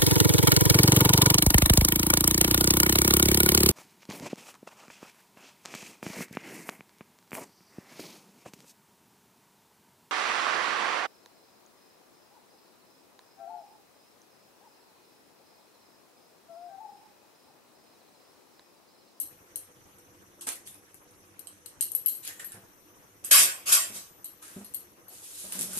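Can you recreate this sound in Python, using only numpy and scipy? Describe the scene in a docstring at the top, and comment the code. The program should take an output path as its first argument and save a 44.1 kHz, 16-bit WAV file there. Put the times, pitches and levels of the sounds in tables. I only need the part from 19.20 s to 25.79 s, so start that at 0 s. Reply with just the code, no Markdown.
"""A small tiled kitchen, heard close up at two microphone ports. Bangles clink from the start, as short clusters of
hard rings; an egg shell is cracked in brittle noise snaps and crumbling grit, then its halves are handled and dropped.
Something steel is dragged over the counter, as scattered slips through many resonances; a soft thump of low modes
follows and a bag or cloth rustles to the end, with more snaps. Mains hum and a faint hiss lie under it all."""
import sys
import numpy as np
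from scipy import signal
from scipy.fft import rfft, irfft, next_fast_len
from scipy.io import wavfile
from scipy.ndimage import uniform_filter1d, map_coordinates

SR = 44100
rng = np.random.default_rng(int(sys.argv[2]) if len(sys.argv) > 2 else 0)


def materialize(psi):
    """Save the field psi as 16-bit PCM at rate SR to the path in sys.argv[1].

    A 1-D psi becomes a single channel; in a 2-D psi each row is a channel.
    """
    bounded = np.clip(np.atleast_2d(psi).T, -1, 1)
    quanta = np.round(bounded * 32767).astype(np.int16)
    wavfile.write(sys.argv[1], SR, quanta)


N = 290795

# relative spectra of rubbing, bright and dull part: pitch_hz [Hz], level_db [dB per Hz]
BRIGHT_SPECTRUM = [(1200, -38), (2500, -5.5), (4000, -2.5), (6000, -1.5), (8500, 0.5), (11000, -3),
                   (16000, 0)]
DULL_SPECTRUM = [(100, -24), (300, -6), (700, -8.5), (1600, 1), (2500, -6.5), (4000, -11), (8000, -53)]


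def bangles():
    """Every contact rings the same hard modes at new strengths, over a short tick."""
    # bangle contacts: start_s [s], level_db, low_modes_db, middle_modes_db, left_right_db [dB]
    contacts = [(0.0, -16, -40, -15, 5), (0.0034, -22, -27, -13.5, -4), (0.0094, -21.5, -25, -28, 2),
                (0.3578, -24.5, -21.5, -7.5, 13), (0.784, -47.5, -16, -9.5, -10),
                (1.02, -48, -22, -15.5, -16), (1.908, -50.5, -31, -8, -5), (2.0494, -51, -22, -10.5, -3),
                (2.1926, -34.5, -19.5, -10.5, 16.5), (2.271, -38, -9.5, -4, -15),
                (2.4599, -39, -10.5, -3, 17), (2.609, -20, -22.5, -9, 24), (2.6145, -17.5, -17, -11, -10),
                (2.6241, -15, -26, -15.5, -14), (2.718, -29, -41, -9, 19),
                (2.7501, -18.5, -27, -13.5, 15.5), (2.8605, -10.5, -29.5, -21, 7),
                (2.8843, -16.5, -23.5, -11.5, 2), (2.95, -25, -28, -15.5, 2),
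                (3.245, -24.5, -25.5, -15.5, -1), (4.0468, -28.5, -47, 0, -9),
                (5.0436, -23, -25.5, -15, -5), (5.054, -38, -12, -6, 2.5), (5.4453, -36, -13, -10.5, -4),
                (5.538, -30.5, -26, -13, -4), (5.5452, -17.5, -28, -16, 10),
                (5.882, -37.5, -21, -17.5, 6.5)]
    # ringing modes of a bangle: pitch_hz [Hz], level_db [dB]
    modes = [(2200, -11.5), (2900, 2.5), (3150, 2), (4050, 6.5), (4300, 7), (4850, 3.5), (6000, -7),
             (7500, -9.5), (8150, 2), (8600, 4), (8800, -9.5), (9750, -4), (10600, -34), (11350, -22),
             (11550, -6.5), (11750, -13.5), (11920, -12)]
    hz, level_db = np.transpose(modes)[:, :, None]
    is_low, is_middle = hz < 5500, hz < 10200
    t60_s = 0.025 * np.where(is_low, 0.98, 1)
    t = np.arange(SR // 6) / SR
    onset = 1 - np.exp(-t / 0.00012)
    sounds = []
    for start_s, db, low_db, middle_db, pan_db in contacts:
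        group_db = np.where(is_low, low_db, np.where(is_middle, middle_db, 0))
        mode_db = level_db + group_db + rng.normal(0, 2.5, hz.shape)
        pitch = hz * rng.normal(1, 0.0071, hz.shape)  # several bangles, none quite alike
        ring = (amp(mode_db - 60 * t / t60_s) * np.sin(2 * np.pi * pitch * t)).sum(axis=0)
        crisp_noise = np.diff(rng.standard_normal(len(t) + 2), n=2)
        tick = amp(middle_db + 6.5 - 60 * t / 0.02) * crisp_noise  # follows the middle modes
        sounds.append((start_s, pan_db, 3.5, amp(db - 11) * (ring + tick) * onset))
    return placed(sounds)


def snaps():
    """A brittle break: a few ms of bright noise, and the piece that gives way knocks."""
    # snaps of shell and folds: start_s [s], level_db, knock_db [dB], knock_hz [Hz], left_right_db [dB]
    breaks = [(1.2114, -30, -13, 3270, -4), (1.27, -18, -17, 2200, 0), (1.2894, -15.5, -16.5, 2400, -17),
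              (1.4747, -29, -6, 3550, 1), (1.5439, -35.5, -11, 2520, -8), (1.744, -34.5, -8.5, 2580, 5.5),
              (3.05, -22.5, -14.5, 2530, 2), (3.0764, -19.5, -27, 3390, 6.5), (3.106, -35, 3.5, 1870, -3),
              (3.1985, -36, 9, 1820, -3.5), (3.3203, -27, -20, 1620, -0.5), (5.226, -35, -1.5, 1275, -3.5),
              (5.281, -37, -9.5, 1600, 17), (6.323, -15.5, -24, 3780, -5), (6.3918, -13.5, -35, 3800, -5.5),
              (6.411, -13.5, -40, 3800, 0.5), (6.429, -20, -39, 3800, 0), (6.4195, -16.5, -31, 3800, -1.5),
              (6.533, -21, -13, 1500, 0), (6.574, -15, -36, 3470, -2), (6.58, -16, -42.5, 3450, -1)]
    t = np.arange(SR // 20) / SR
    sounds = []
    for start_s, db, knock_db, knock_hz, pan_db in breaks:
        burst = 0.09 * unit(amp(-60 * t / 0.005) * rng.standard_normal(len(t)))
        piece = resonances([(knock_hz, knock_hz / 22, 3)])
        knock = amp(knock_db + 22) * filtered(burst, piece)
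        crack = np.diff(burst, prepend=0)  # tilted towards the treble
        sounds.append((start_s, pan_db, 2.5, amp(db - 8) * (crack + knock)))
    return placed(sounds)


def shell_crumble():
    """The cracking shell grinds in tiny slips, with no resonant body."""
    # strokes: start_s, rise_s, hold_s [s], level_db, dull_db [dB]
    strokes = [(1.208, .003, .003, -42.5, -16.5), (1.266, 0.0063, 0.023, -34.5, -5.5),
               (1.452, 0.021, .003, -45.5, -23)]
    return rubbing(strokes, grip=(15, 220, 0.94), grit_db=0.5, patchy_db=4.5, wet_db=0)


def shell_halves():
    """Emptied shells are handled and dropped: the slips also excite their hollow resonances."""
    # strokes: start_s, rise_s, hold_s [s], level_db, dull_db [dB]
    strokes = [(3.026, 0.0089, .035, -47, -13), (3.064, 0.0081, 0.0061, -44, -5),
               (3.192, 0.005, .012, -46, -1), (3.24, 0.008, .004, -54.5, -18), (3.3, 0.015, .012, -61, 6)]
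    # hollow half shells: pitch_hz, width_hz [Hz], level_db [dB]
    hollows = resonances([(1460, 170, -13), (1820, 260, 4), (2540, 430, 0)])
    return rubbing(strokes, grip=(15, 156, 0.98), grit_db=1.5, patchy_db=5, wet_db=15,
                   body=lambda hz: 1 + abs(hollows(hz)))


def steel_drag():
    """Steel slips over stone, and the dragged vessel colours the slips with its resonances."""
    # strokes: start_s, rise_s, hold_s [s], level_db, dull_db [dB]
    strokes = [(4.04, 0.0021, 0.041, -47, -7.5), (4.109, 0.0051, 0.097, -14.5, -9.5),
               (4.455, 0.038, .025, -26.5, -7), (4.514, 0.011, 0.03, -18.5, -12),
               (4.715, 0.052, .006, -39, -16.5)]
    # modes of the dragged vessel: pitch_hz, width_hz [Hz], level_db [dB]
    vessel = resonances([(550, 39, -16.5), (710, 51, 1), (1090, 60, 6), (1430, 120, 1.5), (1655, 16, 8),
                         (2640, 100, 7.5), (3180, 180, 9.5), (5100, 74, -22), (5550, 51, -31),
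                         (5900, 59, -21), (7170, 47, -7), (7500, 50, 6), (8185, 17, 23.5),
                         (9000, 230, 11.5), (10000, 68, -23), (9900, 530, -4), (10830, 99, -22.5),
                         (11400, 68, -8), (12040, 41, 4)])
    # relative spectra of steel on stone, bright and dull part: pitch_hz [Hz], level_db [dB per Hz]
    grind = [(1200, -30), (2500, -9), (3800, -8.5), (5000, 1.5), (6200, 0), (8200, -3.5), (9700, -8),
             (11500, -3), (16000, -4)]
    groan = [(60, -25), (200, -15), (350, -14.5), (600, -6.5), (850, -12), (1100, -5), (1600, -2.5),
             (2500, -3), (4000, -14.5), (8000, -57.5)]
    return rubbing(strokes, grip=(27, 177, 0.73), grit_db=1.5, patchy_db=4.5, wet_db=6.5,
                   bright_spectrum=grind, dull_spectrum=groan, patch_size=(2, 14),
                   body=lambda hz: 1 + 0.39 * abs(vessel(hz)))


def thumps():
    """Soft contacts wake only low modes, with a dull puff."""
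    # soft contacts: start_s [s], level_db [dB], pitch_hz [Hz], t60_s [s]
    contacts = [(3.34, -48.5, 107.6, 0.35), (3.369, -48, 187, 0.14), (4.699, -44.5, 211, 0.2),
                (4.757, -48.5, 189, 0.23), (5.363, -31, 195.7, 0.14), (5.409, -40.5, 210.6, 0.16),
                (5.902, -64, 250, 0.29), (6.238, -49.5, 191, 0.46), (6.35, -42, 190.8, 0.46),
                (6.383, -42.5, 250, 0.38), (6.409, -41, 176, 0.29), (6.459, -48.5, 186.6, 0.99),
                (6.569, -34.5, 191, 0.09)]
    # modes of the counter: pitch_ratio [multiple of the thump's pitch], level_db [dB]
    counter = [(.55, -13.5), (1, 4), (1.2, -3), (1.95, -4), (3, -15)]
    t = np.arange(SR // 3) / SR
    onset = 1 - np.exp(-t / 0.0026)
    sounds = []
    for start_s, db, hz, t60_s in contacts:
        modes = sum(amp(level_db) * np.sin(2 * np.pi * ratio * hz * t) for ratio, level_db in counter)
        ring = amp(db - 6.5) * modes
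        dull_noise = unit(filtered(rng.standard_normal(len(t)), resonances([(547, 380, 0)])))
        puff = amp(-47.5 + 0.14 * db) * dull_noise  # follows the blow only in part
        sounds.append((start_s, 0, -11, amp(-60 * t / t60_s) * (ring + puff) * onset))
    return placed(sounds)


def cloth_rustle():
    """A bag or cloth rubs in slow, evenly fading strokes, with no resonant body."""
    # strokes: start_s, rise_s, hold_s [s], level_db, dull_db [dB]
    strokes = [(5.214, 0.0155, 0.16, -49, -6.5), (5.435, 0.015, .004, -64.5, -25),
               (5.872, 0.074, .07, -49.5, -25), (6.015, 0.031, .05, -46.5, -22),
               (6.06, 0.15, .12, -41.5, -18.5), (6.316, 0.0067, .04, -38.5, -11.5),
               (6.375, 0.028, 0.01, -39.5, -18), (6.47, 0.13, .04, -35.5, -13)]
    return rubbing(strokes, grip=(37, 85, 1), grit_db=2, patchy_db=1.5, wet_db=-3)


def air():
    """Room rumble and hiss, with a hum that wavers fast in strength."""
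    # relative spectrum of the air: pitch_hz [Hz], level_db [dB per Hz]
    air_spectrum = [(20, -17.5), (60, -12.5), (100, -7), (240, -10), (330, -5.5), (480, -8.5), (720, -11.5),
                    (1200, -11.5), (3000, -20), (4800, -26), (6000, -15), (7200, -27), (10000, -28),
                    (16000, -18.5)]
    # hum tones: pitch_hz [Hz], level_db [dB]
    hum_tones = [(99, -75.5), (195, -77), (300, -73), (348, -72.5), (490, -74)]
    t = np.arange(N) / SR
    knots = rng.standard_normal((len(hum_tones), 300))
    hum = 0
    for (hz, db), tone_knots in zip(hum_tones, knots):
        waver = map_coordinates(tone_knots, [t * 24])  # 24 new strengths a second
        hum = hum + np.sqrt(2) * amp(db) * waver * np.sin(2 * np.pi * hz * t)
    hiss = stereo(patchy(patchy_db=2.5), lambda hz: amp(along(air_spectrum, hz)))
    return amp(-58) * hiss + hum


def rubbing(strokes, grip, grit_db, patchy_db, wet_db, bright_spectrum=BRIGHT_SPECTRUM,
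            dull_spectrum=DULL_SPECTRUM, body=np.ones_like, patch_size=(5, 8)):
    """Tiny slips of scattered size excite a body and the room, in a bright and a dull part."""
    bright, dull = pressure(strokes, grip)
    slip_sizes = np.minimum(rng.exponential(size=N // 24 + 1), 2.5)
    grit = amp(grit_db * np.repeat(slip_sizes, 24)[:N])  # slips last about half a millisecond

    def part(spectrum):
        slips = patchy(patchy_db, size=patch_size) * grit
        in_room = signal.fftconvolve(slips, walls(wet_db), axes=1)[:, :N]
        return stereo(in_room, lambda hz: amp(along(spectrum, hz)) * body(hz))

    return bright * part(bright_spectrum) + dull * part(dull_spectrum)


def pressure(strokes, grip):
    """Bright and dull strength: each stroke swells, sags while held, then fades, the dull part at its own rate."""
    start, rise, hold, db, dull_db = np.transpose(strokes)[:, :, None]
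    sag, fade, dull_share = grip  # dB/s while held, dB/s after it, share of that fade in the dull part
    t = np.arange(N) / SR - start
    swell = np.clip(t / rise, 0, 1) * amp(db - sag * np.clip(t - rise, 0, hold))
    gone_db = fade * np.maximum(t - rise - hold, 0)
    bright = np.linalg.norm(swell * amp(-gone_db), axis=0)  # strokes add in power
    dull = np.linalg.norm(swell * amp(dull_db - dull_share * gone_db), axis=0)
    return bright, dull


def patchy(patchy_db, size=(5, 8)):
    """Two noises with patches of random gain, size = (bands, frames)."""
    z = signal.stft(rng.standard_normal((2, N + 512)), nperseg=256)[2]
    field = rng.standard_normal(z.shape[1:])
    field = uniform_filter1d(field, size=size[0], axis=0)
    field = uniform_filter1d(field, size=size[1], axis=1)
    return signal.istft(z * amp(patchy_db * unit(field)), nperseg=256)[1][:, :N]


def placed(sounds):
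    """Each (start_s, left-right dB, room dB, sound) with its own answer from the walls."""
    out = np.zeros((2, N + SR))
    for start_s, pan_db, wet_db, sound in sounds:
        heard = signal.fftconvolve(sound[None], walls(wet_db, pan_db), axes=1)
        out[:, round(start_s * SR):][:, :heard.shape[1]] += heard
    return out[:, :N]


def walls(wet_db, pan_db=0):
    """Left and right room response: the direct sound and a tail whose frequencies die at their own speeds."""
    # decay time of the room: pitch_hz [Hz], t60_s [s]
    decay = [(200, 0.2), (1000, 0.35), (4000, 0.33), (12000, 0.24)]
    hz, t, z = signal.stft(rng.standard_normal((2, SR // 3)), SR, nperseg=256)
    dying = z * amp(-60 * t / along(decay, hz)[:, None])
    tail = stereo(signal.istft(dying, SR, nperseg=256)[1], np.ones_like)
    build_up = np.clip(np.arange(tail.shape[1]) / (0.0031 * SR), 0, 1) ** 2
    tail *= amp(wet_db) * build_up / np.linalg.norm(tail[0])
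    tail[[0, 1], [0, 4]] += amp([pan_db / 2, -pan_db / 2])  # direct sound, 4 samples later on the right
    return tail


def stereo(pair, spectrum):
    """Two unrelated signals become a coloured left and right, more alike in the bass than in the treble."""
    # left-right correlation: pitch_hz [Hz], likeness [-1 to 1]
    likeness = [(60, 0.56), (130, 0.41), (290, 0.63), (640, 0.44), (1400, -0.2), (3100, 0.12),
                (15000, -0.13)]

    def mid_side(hz):
        turn = np.arccos(np.clip(along(likeness, hz), -1, 1)) / 2
        return spectrum(hz) * [np.cos(turn), np.sin(turn)]

    mid, side = filtered(pair, mid_side)
    return unit(np.array([mid + side, mid - side]))


def resonances(peaks):
    """Causal response of (Hz, width Hz, dB) peaks."""
    return lambda f: sum(amp(db) * 1j * f * w / (c * c - f * f + 1j * f * w) for c, w, db in peaks)


def filtered(x, response):
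    """x times a complex response of frequency."""
    m = 2 * next_fast_len(x.shape[-1] // 2 + SR // 8)
    return irfft(rfft(x, m) * response(np.fft.rfftfreq(m, 1 / SR)), m)[..., :x.shape[-1]]


def along(points, hz):
    """(Hz, value, ..) points read on a log axis, one row for each column."""
    f, *cols = np.transpose(points)
    return np.squeeze([np.interp(np.log(hz + 1), np.log(f + 1), c) for c in cols])


def amp(db):
    """Gain of a level in dB."""
    return 10 ** (np.asarray(db) / 20)


def unit(x):
    """x at rms 1."""
    return x / np.sqrt(np.mean(x ** 2) + 1e-20)


def causal(gain_db):
    """Response with this gain on the FFT grid that rings only after the sound arrives."""
    cepstrum = irfft(gain_db * np.log(10) / 20)
    half = cepstrum.shape[-1] // 2
    cepstrum[..., 1:half] *= 2  # fold negative time onto positive: minimum phase
    cepstrum[..., half + 1:] = 0
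    return np.exp(rfft(cepstrum))[..., :gain_db.shape[-1]]


def scene():
    """All sources at the two ports."""
    shell = shell_crumble() + shell_halves()
    return bangles() + snaps() + shell + steel_drag() + thumps() + cloth_rustle() + air()


def record(dry):
    """Each microphone port colours the treble in its own way; nothing passes the band limit."""
    # microphone colour: pitch_hz [Hz], left_db, right_db [dB]
    ports = [(5150, 0.5, 0.5), (9700, 4, 8), (12020, 13.5, 4), (11890, 11, -10), (12300, -30, -33.5),
             (13500, -31, -63.5), (14430, 1.5, -32.5), (15500, -24.5, -41)]
    top_hz = 16300
    return filtered(dry, lambda hz: causal(along(ports, hz)) * (hz < top_hz))


dry = scene()
out = record(dry)
materialize(out)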